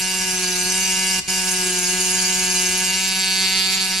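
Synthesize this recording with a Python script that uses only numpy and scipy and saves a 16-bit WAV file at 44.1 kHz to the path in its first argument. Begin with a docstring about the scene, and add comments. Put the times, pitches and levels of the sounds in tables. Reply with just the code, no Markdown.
"""A pneumatic dot peen marker engraves a metal plate, close up in a small workshop.
Its piston shuttles about 185 times a second: each stroke thumps, strikes the stylus on the plate
and knocks back, fusing into a hard buzz. Steel parts ring on top and spent air hisses out.
The stylus lifts once between two lines, with a soft thud as the air is cut and another as it returns.
Near the end the plate clacks harder."""
import sys
import numpy as np
from scipy import signal
from scipy.fft import rfft, irfft
from scipy.io import wavfile
from scipy.ndimage import uniform_filter1d

SR = 44100
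rng = np.random.default_rng(int(sys.argv[2]) if len(sys.argv) > 2 else 0)


def wav_out(sig):
    """Save sig, one row per channel (or a flat mono array), as 16-bit PCM at SR to the path in sys.argv[1]."""
    wavfile.write(sys.argv[1], SR, np.round(np.clip(np.atleast_2d(sig).T, -1, 1) * 32767).astype(np.int16))


N = 176400
TIME = np.arange(N) / SR

# Decay of the workshop: frequency_hz, t60_s
ROOM_DECAY = [(150, 0.33), (1000, 0.74), (3000, 0.8), (7000, 0.24), (12000, .3)]
# Colour of the room tail: frequency_hz, gain_db
ROOM_EQ = [(150, -14), (400, -5.5), (900, -2.5), (2000, 0), (3000, -2.5), (4700, 0), (6000, -3.5),
           (8000, -6), (12000, -10.5)]
# Modes of the machine frame: pitch_hz, width_hz, level_db
FRAME_MODES = [(1007, 59, -53.5), (1204, 84, -54.5), (1991, 16, -47)]
# Left-right likeness of the noise layers: frequency_hz, coherence
NOISE_COHERENCE = [(50, 1), (1000, 0.33), (4000, 0.36), (6000, 0.43), (8000, 1), (12000, 1)]
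# Colour of the low rumble: frequency_hz, gain_db
RUMBLE_EQ = [(20, -20), (38, -3), (70, 4), (120, -10.5), (200, 1), (300, -21.5), (600, -19), (2000, -56)]
# Colour of the spent air: frequency_hz, gain_db
HISS_EQ = [(200, -20), (500, -32), (830, -27), (1100, -15.5), (1400, -18.5), (1800, -18), (2200, -12.5),
           (2800, -2.5), (3400, -10), (4050, -5), (4700, 1.5), (5250, -1), (6200, 1.5), (7300, 2),
           (7900, -6.5), (8500, 0), (9500, -4.5), (10300, -2.5), (11000, -6), (12400, -15)]
# Fader of the spent air: time_s, level_db
HISS_FADER = [(0, -26), (.6, -22.5), (1.15, -24.5), (1.35, -22.5), (2.6, -22.5), (3.1, -27.5), (4, -27)]
# Thuds of the valve shutting and opening: peak_s, level_db
VALVE_THUDS = [(1.184, -36), (1.282, -39.5)]
# Colour of those thuds: frequency_hz, gain_db
THUD_EQ = [(20, -10), (60, 1), (120, -1), (200, -13), (330, 0.5), (500, -16), (1500, -49)]
# Plate tones that bloom under the stylus: peak_s, half_length_s, pitch_hz, glide_hz_per_s, level_db
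PLATE_BLOOMS = [(0.88, 0.36, 8450, -700, -35), (0.67, 0.38, 6050, 0, -33), (2.3, 0.69, 6540, -100, -30.5),
                (2.1, .4, 7040, 0, -31.5), (2.906, 0.23, 6720, 0, -33), (2.64, .3, 10250, 300, -37.5),
                (3.55, 0.38, 4350, 0, -32)]
# Modes of the small steel parts: pitch_hz, width_hz, relative_db
STEEL_MODES = [(4745, 140, 0.5), (4945, 110, 0.5), (5530, 100, -4.5), (5580, 56, -4.5), (6050, 100, -2),
               (6470, 120, -3.5), (7000, 37, -4.5), (7260, 97, -4), (7510, 59, 1.5), (8090, 31, -3),
               (8540, 59, -5.5), (9100, 90, -26.5), (9730, 61, -6.5), (10180, 34, -7), (11800, 38, -12),
               (11500, 65, -7)]
# Low cut, as small parts radiate little bass: frequency_hz, gain_db
STEEL_EQ = [(1000, -16), (3000, -9), (4500, 0.5), (13000, -0.5)]
# Fader of the ringing steel: time_s, level_db
STEEL_FADER = [(0, -26.5), (.6, -32.5), (1.15, -25.5), (1.5, -29), (1.95, -30.5), (2.6, -28), (3.1, -27),
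               (4, -29)]
# Fader of the buzz's octave: time_s, level_db
OCTAVE_FADER = [(0, -45), (.5, -36.5), (.85, -42), (1.15, -42.5), (1.45, -42), (1.65, -35), (2.2, -40.5),
                (2.65, -39.5), (3.1, -46.5), (3.4, -44), (4, -46.5)]
# Colour of the piston's air kick: frequency_hz, gain_db
PISTON_EQ = [(60, -8), (130, 13), (185, 5), (260, -12), (370, -20.5), (555, -14), (740, -3), (925, -2.5),
             (1110, -12), (1300, -8.5), (1490, -2), (1670, 5), (1850, -29), (2300, -7.5), (5000, -24.5)]
# Fader of the piston: time_s, level_db
PISTON_FADER = [(0, -32), (.6, -31), (1.1, -30.5), (1.7, -30.5), (2.6, -30), (3.1, -32), (4, -32.5)]
# Colour of the plate's clack: frequency_hz, gain_db
CLACK_EQ = [(500, -83), (1200, -17.5), (1900, -2.5), (2300, 0.5), (2900, 1), (3300, 0.5), (3750, 4.5),
            (4050, 3), (4350, 8), (4720, 10.5), (5050, 0), (5500, -3), (7000, -49), (12000, -43)]
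# Fader of the clack: time_s, level_db
CLACK_FADER = [(0, -35), (1.1, -38), (1.7, -37), (2.1, -40), (2.7, -32.5), (3.05, -27.5), (3.25, -23.5),
               (3.58, -22), (3.8, -24), (3.87, -27), (4, -25)]
# Modes of the stylus and its housing: pitch_hz, width_hz, relative_db
STYLUS_MODES = [(2140, 200, -6), (2447, 176, 0.5), (2811, 114, 4.5), (2927, 71, 0.5), (3630, 110, -18),
                (5070, 350, -11), (5400, 280, -16), (6500, 500, -28)]
# Fader of the stylus strikes: time_s, level_db
STYLUS_FADER = [(0, -30), (.65, -32.5), (.85, -27.5), (1.1, -27.5), (1.35, -31), (1.8, -31), (2.5, -28),
                (2.95, -28), (3.6, -31.5), (4, -37)]
# Pace of the piston: time_s, rate_hz
STROKE_RATE = [(0.0, 187.2), (0.02, 186.2), (0.2, 186.2), (0.5, 182.3), (0.62, 182.3), (0.79, 187.8),
               (0.96, 187), (1.34, 186.6), (1.55, 184.4), (1.86, 181.1), (1.88, 183.6), (2.32, 185.6),
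               (2.67, 183.5), (3.0, 188), (3.83, 189.2), (3.87, 187.2), (3.92, 187.5), (4.0, 188.6)]
# Stereo balance: frequency_hz, left_minus_right_db
STEREO_BALANCE = [(60, -3), (185, -1.5), (370, 1.4), (740, -4.5), (1200, -4), (2300, -1), (4000, -1.2),
                  (7000, 0.5), (12000, -1.5)]
# Stereo phase: frequency_hz, left_lead_rad
STEREO_PHASE = [(185, 0.58), (370, 0.36), (750, 0.41), (1500, 0.29), (2400, 0.48), (3000, -0.73),
                (4900, 0.2), (5300, -1.4), (5700, 0.58), (6300, -1.33), (12000, -0.47)]


def amp(db):
    """Decibels to gain."""
    return 10 ** (np.asarray(db) / 20)


def unit_rms(x):
    """Scales to rms 1."""
    return x / np.sqrt(np.mean(x ** 2) + 1e-20)


def at_hz(points, hz):
    """Reads a curve on a log-frequency axis."""
    frequencies, values = np.transpose(points)
    return np.interp(np.log(hz + 1), np.log(frequencies + 1), values)


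def automation(points):
    """Reads a time curve at every sample."""
    return np.interp(TIME, *np.transpose(points))


def drift(hz, size=2048):
    """A smooth random wobble of rms 1, moving at roughly the given speed."""
    ratio = np.arange(size // 2 + 1) * SR / N / hz
    slow = irfft(rfft(rng.standard_normal(size)) * ratio * np.exp(-ratio ** 2), size)
    return np.interp(TIME, np.linspace(0, N / SR, size), unit_rms(slow))


def clicks(times, gains, half_width=8):
    """Windowed sinc clicks, placed exactly even between samples."""
    index = np.floor(times * SR).astype(int)[:, None] + np.arange(1 - half_width, half_width + 1)
    offset = index - times[:, None] * SR
    pulses = gains[:, None] * np.sinc(offset) * np.cos(np.pi * offset / (2 * half_width)) ** 2
    inside = (index >= 0) & (index < N)
    return np.bincount(index[inside], pulses[inside], N)


def equalise(x, eq, size=4096):
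    """Minimum-phase EQ: nothing rings ahead of a hit."""
    log_gain = np.log(amp(at_hz(eq, abs(np.fft.fftfreq(size, 1 / SR)))))
    response = np.fft.ifft(np.exp(np.conj(signal.hilbert(log_gain)))).real
    return signal.oaconvolve(x, response[:size // 2])[:N]


def mode(x, hz, width_hz):
    """Rings one decaying resonance, scaled to rms 1."""
    radius, angle = np.exp(-np.pi * width_hz / SR), 2 * np.pi * hz / SR
    pole_real = radius * np.cos(angle)
    return unit_rms(signal.lfilter([1, -pole_real], [1, -2 * pole_real, radius ** 2], x + 1e-18))


def gliding_mode(x, hz, width_hz):
    """Rings a resonance whose pitch follows a curve, scaled to rms 1."""
    carrier = np.exp(2j * np.pi * np.cumsum(hz) / SR)
    envelope = signal.lfilter([1], [1, -np.exp(-np.pi * width_hz / SR)], x * carrier.conj() + 1e-18)
    return unit_rms((carrier * envelope).real)


def stereo_noise(eq, flicker_db, size):
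    """Shaped stereo noise of rms 1 whose colour flickers in brief random patches."""
    hz = np.fft.rfftfreq(size, 1 / SR)
    draws = rng.standard_normal((5, N * 4 // size + 5, len(hz)))
    left, unrelated = draws[0] + 1j * draws[1], draws[2] + 1j * draws[3]
    patches = uniform_filter1d(draws[4], size=5, axis=0)
    patches = unit_rms(uniform_filter1d(patches, size=4, axis=1))
    coherence = at_hz(NOISE_COHERENCE, hz)
    right = coherence * left + np.sqrt(1 - coherence ** 2) * unrelated
    spectra = np.array([left, right]) * amp(at_hz(eq, hz) + flicker_db * patches)
    _, noise = signal.istft(spectra.swapaxes(1, 2), nperseg=size, noverlap=size * 3 // 4)
    return unit_rms(noise[:, :N])


def air_supply(shut_s=1.199, open_s=1.279, ramp_s=0.012, idle_db=-17):
    """The valve's gain: it ducks to a faint idle while the stylus lifts between two lines."""
    opening = np.maximum(shut_s - TIME, TIME - open_s) / ramp_s + .5
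    return np.clip(opening, amp(idle_db), 1)


def blows(times, spread_db, jitter_s):
    """One click a stroke, scaled by the air supply and scattered in strength and timing."""
    strength, lateness = rng.standard_normal((2, 1000))[:, :len(times)]
    gains = np.interp(times, TIME, air_supply()) * amp(spread_db * strength)
    return clicks(times + jitter_s * lateness, gains)


def room_reverb(x, build_s=.008, size=256):
    """A diffuse workshop tail for each ear, every band dying at its own speed."""
    hz, t, bands = signal.stft(rng.standard_normal((2, SR // 2)), SR, nperseg=size)
    bands = bands * amp(-60 * t / at_hz(ROOM_DECAY, hz)[:, None]) * np.minimum(t / build_s, 1)
    bands /= np.sqrt((abs(bands) ** 2).sum(-1).mean(0))[:, None]  # equal energy in every band
    scale = np.linalg.norm(signal.istft(bands, nperseg=size)[1][0])
    _, tail = signal.istft(bands * amp(at_hz(ROOM_EQ, hz))[:, None], nperseg=size)
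    return signal.fftconvolve(x, tail / scale, axes=1)[:, :N]


def low_rumble(level_db=-48.5):
    """A faint, steady bed of low noise."""
    return amp(level_db) * stereo_noise(RUMBLE_EQ, flicker_db=2, size=4096)


def frame_hum():
    """Random rattle keeps the frame humming at its own pitches."""
    return sum(amp(db) * mode(air_supply() * rng.standard_normal(N), hz, width_hz)
               for hz, width_hz, db in FRAME_MODES)


def exhaust_hiss(cycles):
    """Spent air hisses out, pulsing slightly with the strokes."""
    pulse_db = .5 * np.cos(2 * np.pi * (cycles - .15))
    level_db = automation(HISS_FADER) + pulse_db + .98 * drift(hz=30)
    return air_supply() * amp(level_db) * stereo_noise(HISS_EQ, flicker_db=5.5, size=1024)


def valve_thuds(attack_s=0.012, decay_s=0.032):
    """The head jolts when its air is cut and when it returns."""
    envelope = np.zeros(N)
    for peak_s, db in VALVE_THUDS:
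        attack = np.clip((TIME - peak_s) / attack_s + 1, 0, 1)
        envelope += amp(db) * attack * np.exp(-np.maximum(TIME - peak_s, 0) / decay_s)
    return envelope * stereo_noise(THUD_EQ, flicker_db=0, size=2048)


def plate_blooms(times):
    """Single plate tones swell and sing while the stylus works near their spot."""
    tones = np.zeros(N)
    for peak_s, half_length_s, hz, glide_hz_per_s, db in PLATE_BLOOMS:
        hits = blows(times, spread_db=2.5, jitter_s=25e-6)
        pitch_hz = hz + glide_hz_per_s * (TIME - peak_s) + 45 * drift(hz=9.6)
        swell = np.exp(-((TIME - peak_s) / half_length_s) ** 4)
        tones += amp(db) * swell * gliding_mode(hits, pitch_hz, width_hz=43)
    return tones


def steel_ring(times, shimmer_db=8):
    """Every strike lands differently, so each high steel mode swells and fades by itself."""
    ring = np.zeros(N)
    for hz, width_hz, db in STEEL_MODES:
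        gain = amp(db + shimmer_db * np.tanh(drift(hz=16.5)))
        ring += gain * mode(blows(times, spread_db=2.5, jitter_s=18e-6), hz, width_hz)
    return amp(automation(STEEL_FADER)) * unit_rms(equalise(ring, STEEL_EQ))


def buzz_octave(cycles):
    """A sine an octave above the buzz swells and fades as the head travels."""
    level_db = automation(OCTAVE_FADER) + 2 * drift(hz=22.5)
    return air_supply() * amp(level_db) * unit_rms(np.cos(4 * np.pi * cycles))


def piston_thump(times, lead_s=0.00054):
    """The low body of the buzz: an air kick drives the piston just ahead of each strike."""
    kicks = blows(times - lead_s, spread_db=0, jitter_s=10e-6)
    level_db = automation(PISTON_FADER) + drift(hz=19)
    return amp(level_db) * unit_rms(equalise(kicks, PISTON_EQ))


def plate_clack(times):
    """The bright edge: the plate clacks under the strikes, hardest near the end."""
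    level_db = automation(CLACK_FADER) + .93 * drift(hz=25)
    hits = blows(times, spread_db=.53, jitter_s=3e-6)
    return amp(level_db) * unit_rms(equalise(hits, CLACK_EQ))


def stylus_strikes(times, return_s=0.001798, return_db=-9):
    """The bite: each strike and the piston's return knock ring the stylus and its housing."""
    strikes = blows(times, spread_db=.5, jitter_s=4e-6)
    knocks = amp(return_db) * blows(times + return_s, spread_db=1, jitter_s=10e-6)
    ring = sum(amp(db) * mode(strikes + knocks, hz, width_hz) for hz, width_hz, db in STYLUS_MODES)
    level_db = automation(STYLUS_FADER) + .8 * drift(hz=25.3)
    return amp(level_db) * unit_rms(ring)


def scene(waver_hz=0.4, jitter_s=4e-6, reverb_db=-4.5):
    """One train of strokes drives the air and metal layers, mixed with the room."""
    cycles = np.cumsum(automation(STROKE_RATE) + waver_hz * drift(hz=13.6)) / SR
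    times = np.interp(np.arange(int(cycles[-1]) + 1), cycles, TIME)  # one strike per piston cycle
    times += jitter_s * rng.standard_normal(N)[:len(times)]
    air = piston_thump(times) + buzz_octave(cycles) + valve_thuds() + exhaust_hiss(cycles)
    rumble = low_rumble()
    impacts = stylus_strikes(times) + plate_clack(times)
    ringing = steel_ring(times) + plate_blooms(times) + frame_hum()
    direct = rumble + air + ringing + impacts
    return direct + amp(reverb_db) * room_reverb(direct)


def record(dry, cutoff_hz=12800):
    """Two microphone ports hear each band at their own level and phase; a low-pass trims the top."""
    hz = np.fft.rfftfreq(N, 1 / SR)
    left_gain = amp(at_hz(STEREO_BALANCE, hz) / 2) * np.exp(.5j * at_hz(STEREO_PHASE, hz))
    pair = irfft(rfft(dry) * np.array([left_gain, 1 / left_gain]), N)
    lowpass = signal.firwin(401, cutoff_hz, window=("kaiser", 9), fs=SR)
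    return signal.oaconvolve(pair, lowpass[None], "same")


dry = scene()
out = record(dry)
wav_out(out)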